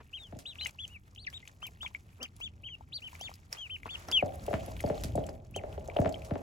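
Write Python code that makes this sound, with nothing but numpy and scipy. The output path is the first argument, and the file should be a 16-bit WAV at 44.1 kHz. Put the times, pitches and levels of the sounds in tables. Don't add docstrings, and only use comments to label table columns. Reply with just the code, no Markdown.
import sys
import numpy as np
from scipy import signal
from scipy.fft import rfft, irfft, next_fast_len
from scipy.io import wavfile
from scipy.ndimage import uniform_filter1d

SR = 44100
rng = np.random.default_rng(int(sys.argv[2]) if len(sys.argv) > 2 else 0)


def output_pcm(signal):
    pcm = np.clip(np.atleast_2d(signal).T, -1, 1) * 32767
    wavfile.write(sys.argv[1], SR, np.round(pcm).astype(np.int16))


N = 283110

# start in seconds, length in seconds, start pitch in Hz, top pitch in Hz
# (the turning point), end pitch in Hz, place of the top as a share of the length, level in dB, end against
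# start in dB, octave overtone in dB where the pitch is highest, lag of the left port in ms, share of the
# fall left for the late drop (over 1: it first bends the other way), ends against middle in dB.
PEEP_CALLS = [(0.128, 0.065, 2350, 3246, 2010, 0.48, -40, -12, -31, 0.34, 0.3, -12.5),
              (0.164, 0.13, 3420, 3940, 2660, 0.094, -48, 0, -16, 0.32, 0.057, -26),
              (0.453, 0.084, 2280, 4000, 2480, 0.39, -41.5, -11, -17.5, 0.33, 0.05, -5),
              (0.48, 0.0583, 2567, 3880, 2500, .6, -52, 0, -30, 0.316, .3, -5),
              (0.582, 0.057, 2210, 4115, 4580, 0.64, -38.5, 1.5, -27, 0.28, 2.3, -2.5),
              (0.605, 0.091, 2433, 3080, 2190, 0.38, -40, -11, -24, 0.39, 0.14, -10.5),
              (0.785, 0.069, 2430, 3500, 2800, 0.46, -40.5, 2, -22, 0.36, 0.54, 4),
              (0.878, 0.097, 2140, 2900, 2210, 0.6, -54, 19, -32, 0.31, 0, -8),
              (1.174, 0.08, 2350, 4540, 2150, 0.67, -52, -7, -15, 0.25, 0.54, 6.5),
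              (1.264, 0.031, 3350, 1670, 1690, 0.84, -33.5, -13, 0.5, 0.29, .3, -19.5),
              (1.33, 0.05, 2600, 3784, 2240, 0.69, -42.5, -1, -15, 0.18, 0.91, -6),
              (1.618, 0.067, 2290, 3216, 2050, 0.39, -39.5, -7, -21, 0.41, 0.35, -14),
              (1.805, 0.07, 2540, 3606, 2440, 0.47, -41, 1, -25, 0.42, 0.43, 2),
              (2.201, 0.061, 2160, 3200, 2030, 0.67, -41, 7, -12, 0.12, 0.32, -6),
              (2.407, 0.073, 2150, 3523, 2320, 0.6, -37.5, 2, -18.5, 0.19, 0.36, -2),
              (2.632, 0.06, 2110, 3180, 1930, 0.41, -42, 0.5, -36, 0.28, 0.72, 0.5),
              (2.669, 0.084, 3370, 3295, 2690, 0.17, -44.5, 9, -23.5, 0.28, 0, 1.5),
              (2.919, 0.08, 2100, 4630, 2200, 0.53, -35.5, -9, -22, 0.269, 0.06, -20),
              (3.017, 0.071, 2150, 3090, 2080, 0.44, -41, 3, -45, 0.12, 0.83, -3.5),
              (3.199, 0.088, 2430, 3590, 1980, 0.68, -41, 5, -14.5, 0.12, 0.17, -8),
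              (3.22, 0.045, 5100, 4330, 4220, .9, -55, -7, -30, 0.24, .3, -7),
              (3.565, 0.11, 2190, 3310, 2170, 0.28, -39.5, 1, -21, 0.27, 0.38, -11),
              (3.695, 0.072, 2070, 3135, 2180, 0.37, -40, 1.5, -53, 0.085, 0.82, 0),
              (3.887, 0.072, 2005, 3515, 2600, 0.45, -43, 4.5, -20, 0.11, 0.55, 7),
              (3.9, 0.046, 4400, 4500, 4250, 0.18, -58.5, 0, -36, 0.18, .2, -7),
              (4.117, 0.1, 1840, 3460, 2065, 0.15, -22.5, -8.5, -27, 0.38, 0.13, -13.5),
              (5.539, 0.059, 2170, 3210, 1960, 0.46, -42, -2, -61, 0.39, 0.25, -3)]
# start in seconds, level in dB, pitch in Hz,
# cycles to fall to about a third.
DRIP_BUBBLES = [(0.556, -32, 2510, 1.8), (0.611, -19.5, 2540, 1.4), (0.659, -22, 2060, 5.2),
                (.665, -20.5, 2700, 2.3), (1.161, -41.5, 2980, 5.9), (1.329, -26.5, 2410, 0.57),
                (1.403, -31, 2800, 0.55), (1.428, -46.5, 2040, 18), (1.454, -42, 2250, 3.2),
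                (1.476, -25.5, 2550, 1.07), (1.628, -26, 1180, 1.36), (1.655, -40, 2230, 6.7),
                (1.831, -22, 1290, 0.93), (1.848, -33, 956, 3.3), (1.862, -28, 2250, 8.2),
                (1.948, -26, 2156, 9.8), (2.403, -25.5, 930, 0.45), (2.808, -38.5, 827, 2.5),
                (3.13, -38.5, 950, 2.6), (3.152, -34, 2170, 3), (3.211, -30, 720, 1.6),
                (3.293, -29.5, 730, 0.97), (3.315, -27, 1000, 0.75), (3.528, -18.5, 2050, 0.83),
                (3.832, -31, 2120, 2.8), (3.857, -25.5, 980, 1.9), (4.085, -27.5, 806, 1.6),
                (4.608, -38, 2720, 2.2), (4.804, -24.5, 2010, 2), (5.24, -37.5, 3000, 3.3),
                (5.613, -41, 1800, 1.8), (5.728, -35.5, 2740, 1.5), (5.899, -31.5, 2210, 3.6),
                (5.968, -22.5, 2880, 2.4), (6.078, -35, 2780, 1.7), (6.143, -31.5, 3070, 8.7),
                (6.158, -40, 2180, 4), (6.22, -34, 2360, 1.9)]
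# start in seconds, level of the core in dB, centre in Hz.
TICK_SNAPS = [(0.649, -35.5, 5750), (0.6688, -27.5, 7230), (0.878, -41.5, 6700), (1.149, -48.5, 5500),
              (1.3006, -43, 5040), (1.478, -42.5, 6850), (1.667, -33, 13200), (2.229, -28.5, 5070),
              (2.364, -43.5, 9600), (3.194, -46, 10100), (3.2112, -34, 5600), (3.339, -40, 4900),
              (3.527, -25, 5500), (4.085, -35.5, 5540), (4.114, -27, 4900), (4.6609, -38, 10300),
              (4.806, -33.5, 9100), (4.862, -40.5, 4660), (5.1553, -34.5, 8700), (5.265, -39, 7460),
              (5.2911, -40.5, 5030), (5.562, -31.5, 6960), (5.876, -42.5, 6900), (6.092, -39, 7100),
              (6.1243, -39.5, 4650)]
# start in seconds, level in dB, boom against ring in dB,
# crack against level in dB (each part also has its own fixed gain).
BOARD_BLOWS = [(0.326, -41.5, -12, -13), (0.36, -46.5, -10, -41), (4.226, -19.5, -24, -23),
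               (4.481, -26, -32, -28), (4.51, -27.5, -37, -28), (4.532, -25, -15.5, -13.5),
               (4.541, -29, -27, -2), (4.68, -37, -17.5, -28), (4.84, -23.5, -16.5, -26),
               (4.875, -29.5, -43, -19.5), (4.901, -22.5, -20.5, -18.5), (5.043, -40.5, -5.5, -37),
               (5.153, -25.5, -17, -46), (5.178, -22, -21, -27), (5.29, -36, -23, -11.5),
               (5.562, -30, -59, -19), (5.638, -29, -35, -19), (5.778, -32, -42, -25.5),
               (5.885, -32.5, -50, -30), (5.965, -22, -43, -20.5), (5.989, -20, -13.5, -21),
               (6.019, -24.5, -30, -22), (6.049, -29, -16, -10.5), (6.06, -20.5, -21, -13.5),
               (6.311, -27, -12, -15), (6.357, -31, -24, -12)]
# pitch in Hz, relative level in dB, time to fall 60 dB in seconds.
BOARD_NOTES = [(593.5, 4, 0.032), (627, 7, 0.037), (676.6, 7.5, 0.028), (777, -2, 0.041), (435, 2.5, 0.04)]
# pitch in Hz, relative level in dB, time to fall 60 dB in seconds.
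WALL_NOTES = [(93.4, 5, 0.22), (142, 18, 0.0083), (215, 3.5, 0.038)]
# time in seconds, rumble in dB, board rattle in dB.
RUMBLE_LEVELS = [(0, -56, -79), (3.7, -55.5, -77), (4.2, -48.5, -56), (4.3, -45, -67), (4.7, -42, -63),
                 (5.1, -41, -59.5), (5.45, -48, -67.5), (5.9, -44, -63.5), (6.42, -51.5, -49)]
# frequency in Hz, relative level in dB per Hz.
RUMBLE_COLOUR = [(15, -64), (25, -16), (59, -4), (83, 0), (156, -12.5), (254, -19), (500, -31.5),
                 (650, -100)]
# frequency in Hz, relative level in dB per Hz.
WATER_COLOUR = [(700, -5.5), (1400, -5.5), (2400, -8.5), (4000, -15), (7000, -14), (11000, -16),
                (16000, -22)]
# frequency in Hz, phase in radians.
WATER_TRAIL = [(0, 0), (1200, 2.2), (2600, 6), (6500, 6), (9400, 9.6), (16500, 19.9)]
# start in seconds, level in dB, time to fall 60 dB in seconds.
WATER_SLAPS = [(0.389, -47.5, 0.16), (5.036, -34.5, 0.13), (6.248, -49.5, 0.2)]
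# start in seconds, length in seconds, level in dB.
TUB_BRUSHES = [(0, 0.028, -59), (3.856, 0.034, -49.5), (4.08, 0.059, -50.5)]
# time in seconds, relative level in dB.
PADDLING_LEVELS = [(0, -77), (.4, -74), (.89, -72), (1.03, -80), (1.8, -75), (2.86, -81), (3.14, -63),
                   (3.33, -70), (3.44, -79), (4.0, -64.5), (4.38, -65), (5.0, -60.5), (5.3, -72),
                   (5.4, -79.5), (5.9, -68.5), (5.97, -64.5), (6.42, -72)]

GRUNT_S, GRUNT_LENGTH_S, GRUNT_HZ, GRUNT_DB = 2.186, 0.074, 259.6, -52
TOP_HZ = 16500
SPLASH_DB, SPLASH_RISE_S, SPLASH_FALL_S = -40, 0.005, 0.02
RISE_BEND, SAG_BEND, DROP_BEND = 2.5, 1.3, 6
SPOT_DETUNE = .025


def undb(db):
    return 10 ** (np.asarray(db) / 20)


def clock(seconds):
    return np.arange(int(seconds * SR)) / SR


def add(out, s, x):
    i = int(s * SR)
    out[..., i:i + x.shape[-1]] += x[..., :N - i]


def curve(table):
    s, *columns = np.transpose(table)
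    return [np.interp(np.arange(N) / SR, s, c) for c in columns]


def walk(rate):
    hold = int(SR / rate)
    steps = np.repeat(rng.standard_normal(N // hold + 1), hold)
    return 1.3 * uniform_filter1d(uniform_filter1d(steps, hold), hold)[:N]


def band(x, lo_hz, hi_hz):
    return signal.sosfilt(signal.butter(2, [lo_hz, min(hi_hz, .45 * SR)], "band", fs=SR, output="sos"), x)


def coloured(x, spectrum):
    hz, db = np.transpose(spectrum)
    f = np.arange(x.shape[-1] // 2 + 1) * SR / x.shape[-1]
    gain = undb(np.interp(np.log(f + 1), np.log(hz), db))
    y = irfft(rfft(x) * gain, x.shape[-1])
    return y / np.std(y)


def ports(x, pan_db, lag_ms=None):
    size = next_fast_len(len(x) + 64)
    hz = np.arange(size // 2 + 1) * SR / size
    if lag_ms is None:
        trail = np.interp(hz, *np.transpose(WATER_TRAIL))
    else:
        trail = 2 * np.pi * hz * lag_ms / 1000
    late = irfft(rfft(x, size) * np.exp(-1j * trail), size)
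    return np.array([late[:len(x)] * undb(pan_db / 2), x * undb(-pan_db / 2)])


def shed(x, t60, db):
    t = clock(0.54)
    tail = rng.standard_normal((2, len(t))) * 1000. ** (-t / t60) * np.minimum(t / 0.0045, 1)
    tail = tail / np.sqrt(np.sum(tail[0] ** 2))
    return undb(db) * signal.fftconvolve(x[None], tail, axes=1)[:, :N]


def bubble(hz, cycles, glide):
    turns = clock(5 * cycles / hz) * hz
    tone = np.sin(2 * np.pi * turns * (1 + glide * turns / cycles))
    return tone * np.exp(-turns / cycles) * np.minimum(turns, 1)


def stirring():
    t, power = np.arange(0, N, 64) / SR, 0
    for s, db, *_ in DRIP_BUBBLES + TICK_SNAPS:
        shape = np.exp(-np.maximum((s - t) / SPLASH_RISE_S, (t - s) / SPLASH_FALL_S))
        power = power + undb(2 * (db + SPLASH_DB)) * shape
    paddling_power = undb(2 * curve(PADDLING_LEVELS)[0])
    return 10 * np.log10(paddling_power + np.interp(np.arange(N) / SR, t, power))


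def water(stir_db):
    drops = (rng.random(N) < 800 / SR) * undb(3.0 * rng.exponential(size=N))
    fade = np.exp(-clock(.02) / 0.003)
    near, lapping = 0, walk(21.815)
    for hz in 700 * 2. ** np.arange(5):
        spatter = signal.fftconvolve(drops * rng.standard_normal(N) ** 2, fade)[:N]
        crackle = spatter * rng.standard_normal(N)
        hiss = rng.standard_normal(N) * undb(2.5 * lapping + 5 * walk(40))
        near = near + band(1.7 * crackle / np.std(crackle) + 0.55 * hiss, hz / 1.3, hz * 1.45)
    small = np.zeros(N)
    for when, pitch, size in rng.random((200, 3)):
        add(small, when * N / SR, undb(10 * size) * bubble(900 * 2 ** (2.2 * pitch), 2.28, 0.035))
    near = coloured(near, WATER_COLOUR) + undb(10.5) * small
    apart = coloured(band(rng.standard_normal((2, N)), 300, 7100), WATER_COLOUR)
    apart = apart * undb(3 * lapping + 4 * walk(50))
    return undb(stir_db) * 2 * (ports(near, 0.75) + undb(-6) * apart)


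def rumble(low_db, rattle_db):
    low = coloured(rng.standard_normal((3, N)), RUMBLE_COLOUR) * undb(low_db + 1.5 * walk(10))
    rattle = band(rng.standard_normal(N), 318, 815)
    rattle = rattle / np.std(rattle) * undb(rattle_db + 5.8 * walk(25))
    return low[0] + undb(-12) * low[1:] + ports(rattle, 0.87, 0.21)


def brushes():
    out = np.zeros(N)
    for s, length, db in TUB_BRUSHES:
        t = clock(length)
        grit = rng.standard_normal(len(t)) * np.repeat(rng.random(len(t)) * 2, 90)[:len(t)]
        swell = np.sin(np.pi * (t / length) ** .6)
        add(out, s, undb(db) * 6 * band(grit, 200, 1500) * swell)
    return ports(out, 0.51, 0.054)


def arch(u, start_hz, top_hz, end_hz, top_at, drop):
    before = np.clip(1 - u / top_at, 0, 1)
    after = np.clip((u - top_at) / (1 - top_at), 0, 1)
    fall = (1 - drop) * after ** SAG_BEND + drop * after ** DROP_BEND
    return top_hz + (start_hz - top_hz) * before ** RISE_BEND + (end_hz - top_hz) * fall


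def ducklings():
    out, breath = np.zeros((2, N)), undb(2.1 * walk(110))
    flutter = 1 + .009 * walk(160)
    for (s, length, start_hz, top_hz, end_hz, top_at, db, tilt_db, octave_db,
         lag_ms, drop, ends_db) in PEEP_CALLS:
        t = clock(length + .003)
        u = t / length
        hz = arch(u, start_hz, top_hz, end_hz, np.clip(top_at, .05, .95), np.maximum(drop, 0))
        phase = 2 * np.pi * np.cumsum(hz * flutter[int(s * SR):][:len(t)]) / SR
        edge = np.clip(t / 0.0054, 0, 1) * np.clip((length - t) / 0.00067, 0, 1)
        strain = (hz / hz.max()) ** 5
        overtones = undb(octave_db) * np.sin(2 * phase) + undb(-40) * np.sin(3 * phase)
        tone = np.sin(phase) + strain * overtones
        swell_db = db + tilt_db * (u - .5) + ends_db * (2 * u - 1) ** 2
        add(out, s, ports(tone * edge * undb(swell_db), 3.7, lag_ms))
    return out * breath


def ring(modes, seconds):
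    t = clock(seconds)
    return sum(undb(db) * np.sin(2 * np.pi * hz * t) * 1000. ** (-t / t60) for hz, db, t60 in modes)


def knocks():
    rings, booms, cracks, t = np.zeros(N), np.zeros(N), np.zeros(N), clock(0.024)
    sweep = np.sin(2 * np.pi * np.cumsum(70 + 450 * np.exp(-t / 0.00656)) / SR)
    sweep = sweep * np.exp(-t / 0.032) * np.minimum(t / 0.0067, 1)
    for s, db, boom_db, crack_db in BOARD_BLOWS:
        spot = []
        for hz, mode_db, t60 in BOARD_NOTES:
            detune = 1 + SPOT_DETUNE * rng.standard_normal()
            spot.append((hz * detune, mode_db + 2 * rng.standard_normal(), t60))
        board = ring(spot, .12) * np.minimum(clock(.12) / 0.0044, 1)
        add(rings, s, undb(db) * 1.374 * board / np.abs(board).max())
        add(cracks, s - .001, undb(db + crack_db) * band(8.1 * np.exp(-t / 0.00013), 710, 2580))
        add(booms, s + 0.00319, undb(db + boom_db) * 5.93 * sweep)
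        walls_ring = ring(WALL_NOTES, .5) * np.minimum(clock(.5) / 0.0044, 1)
        add(booms, s + 0.01318, undb(db + boom_db) * walls_ring)
    direct = ports(rings + shed(rings, 0.65, -8.0)[0], 1.16, 0.28)
    direct = direct + ports(booms, -0.054, .02) + ports(cracks, 9.0, 0.025)
    walls = shed(band(booms, 226, 480), 0.36, 0.1)
    return direct + walls + shed(rings, 0.47, -5.5) + shed(cracks, 0.18, -3.0)


def splashes():
    out = np.zeros((2, N))
    for s, db, t60 in WATER_SLAPS:
        t = clock(t60)
        grit = np.repeat(rng.exponential(size=len(t)), 40)[:len(t)] ** .5
        fade = 1000. ** (-(t / t60) ** 0.77)
        spray = band(rng.standard_normal((3, len(t))) * grit * fade, 690, 10700)
        add(out, s, undb(db) * (ports(spray[0], 0) + spray[1:]))
    return out


def drips():
    out = np.zeros((2, N))
    for s, db, hz, cycles in DRIP_BUBBLES:
        x = bubble(hz, cycles, 0.017)
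        add(out, s, ports(undb(db) * x, 4 + 1.5 * rng.standard_normal()))
    return out


def ticks():
    out, t = np.zeros((2, N)), clock(0.028)
    for s, db, hz in TICK_SNAPS:
        noise = rng.standard_normal((2, len(t))) * np.minimum(t / 0.00059, 1)
        core = band(noise[0] * np.exp(-t / 0.0012), 0.9 * hz, 1.13 * hz)
        spray_fade = 0.1 * np.exp(-t / 0.000049) + 0.23 * 1000. ** (-t / 0.026)
        spray = band(noise[1] * spray_fade, 2000, 12000)
        x = core / np.abs(core).max() + 2.03 * spray
        add(out, s, ports(undb(db) * x, 2 * rng.standard_normal()))
    return out


def grunt():
    out, t = np.zeros((2, N)), clock(GRUNT_LENGTH_S)
    phase = 2 * np.pi * np.cumsum(GRUNT_HZ * (1 + .11 * walk(250)[:len(t)])) / SR
    tone = 0
    for k in range(1, 9):
        wobble = undb(5 * walk(200)[:len(t)])
        tone = tone + np.cos(k * phase + rng.standard_normal()) * k ** -.5 * wobble
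    swell = np.sin(np.pi * t / GRUNT_LENGTH_S)
    add(out, GRUNT_S, ports(undb(GRUNT_DB) * tone * swell, 2.4, 0.2))
    return out


def scene():
    near = brushes() + ducklings() + splashes() + drips() + ticks() + grunt()
    echo = shed(near[1], 0.08, -11)
    return water(stirring()) + rumble(*curve(RUMBLE_LEVELS)) + near + echo + knocks()


def record(dry):
    return signal.sosfilt(signal.ellip(10, .2, 70, TOP_HZ, fs=SR, output="sos"), dry)


dry = scene()
out = record(dry)
output_pcm(out)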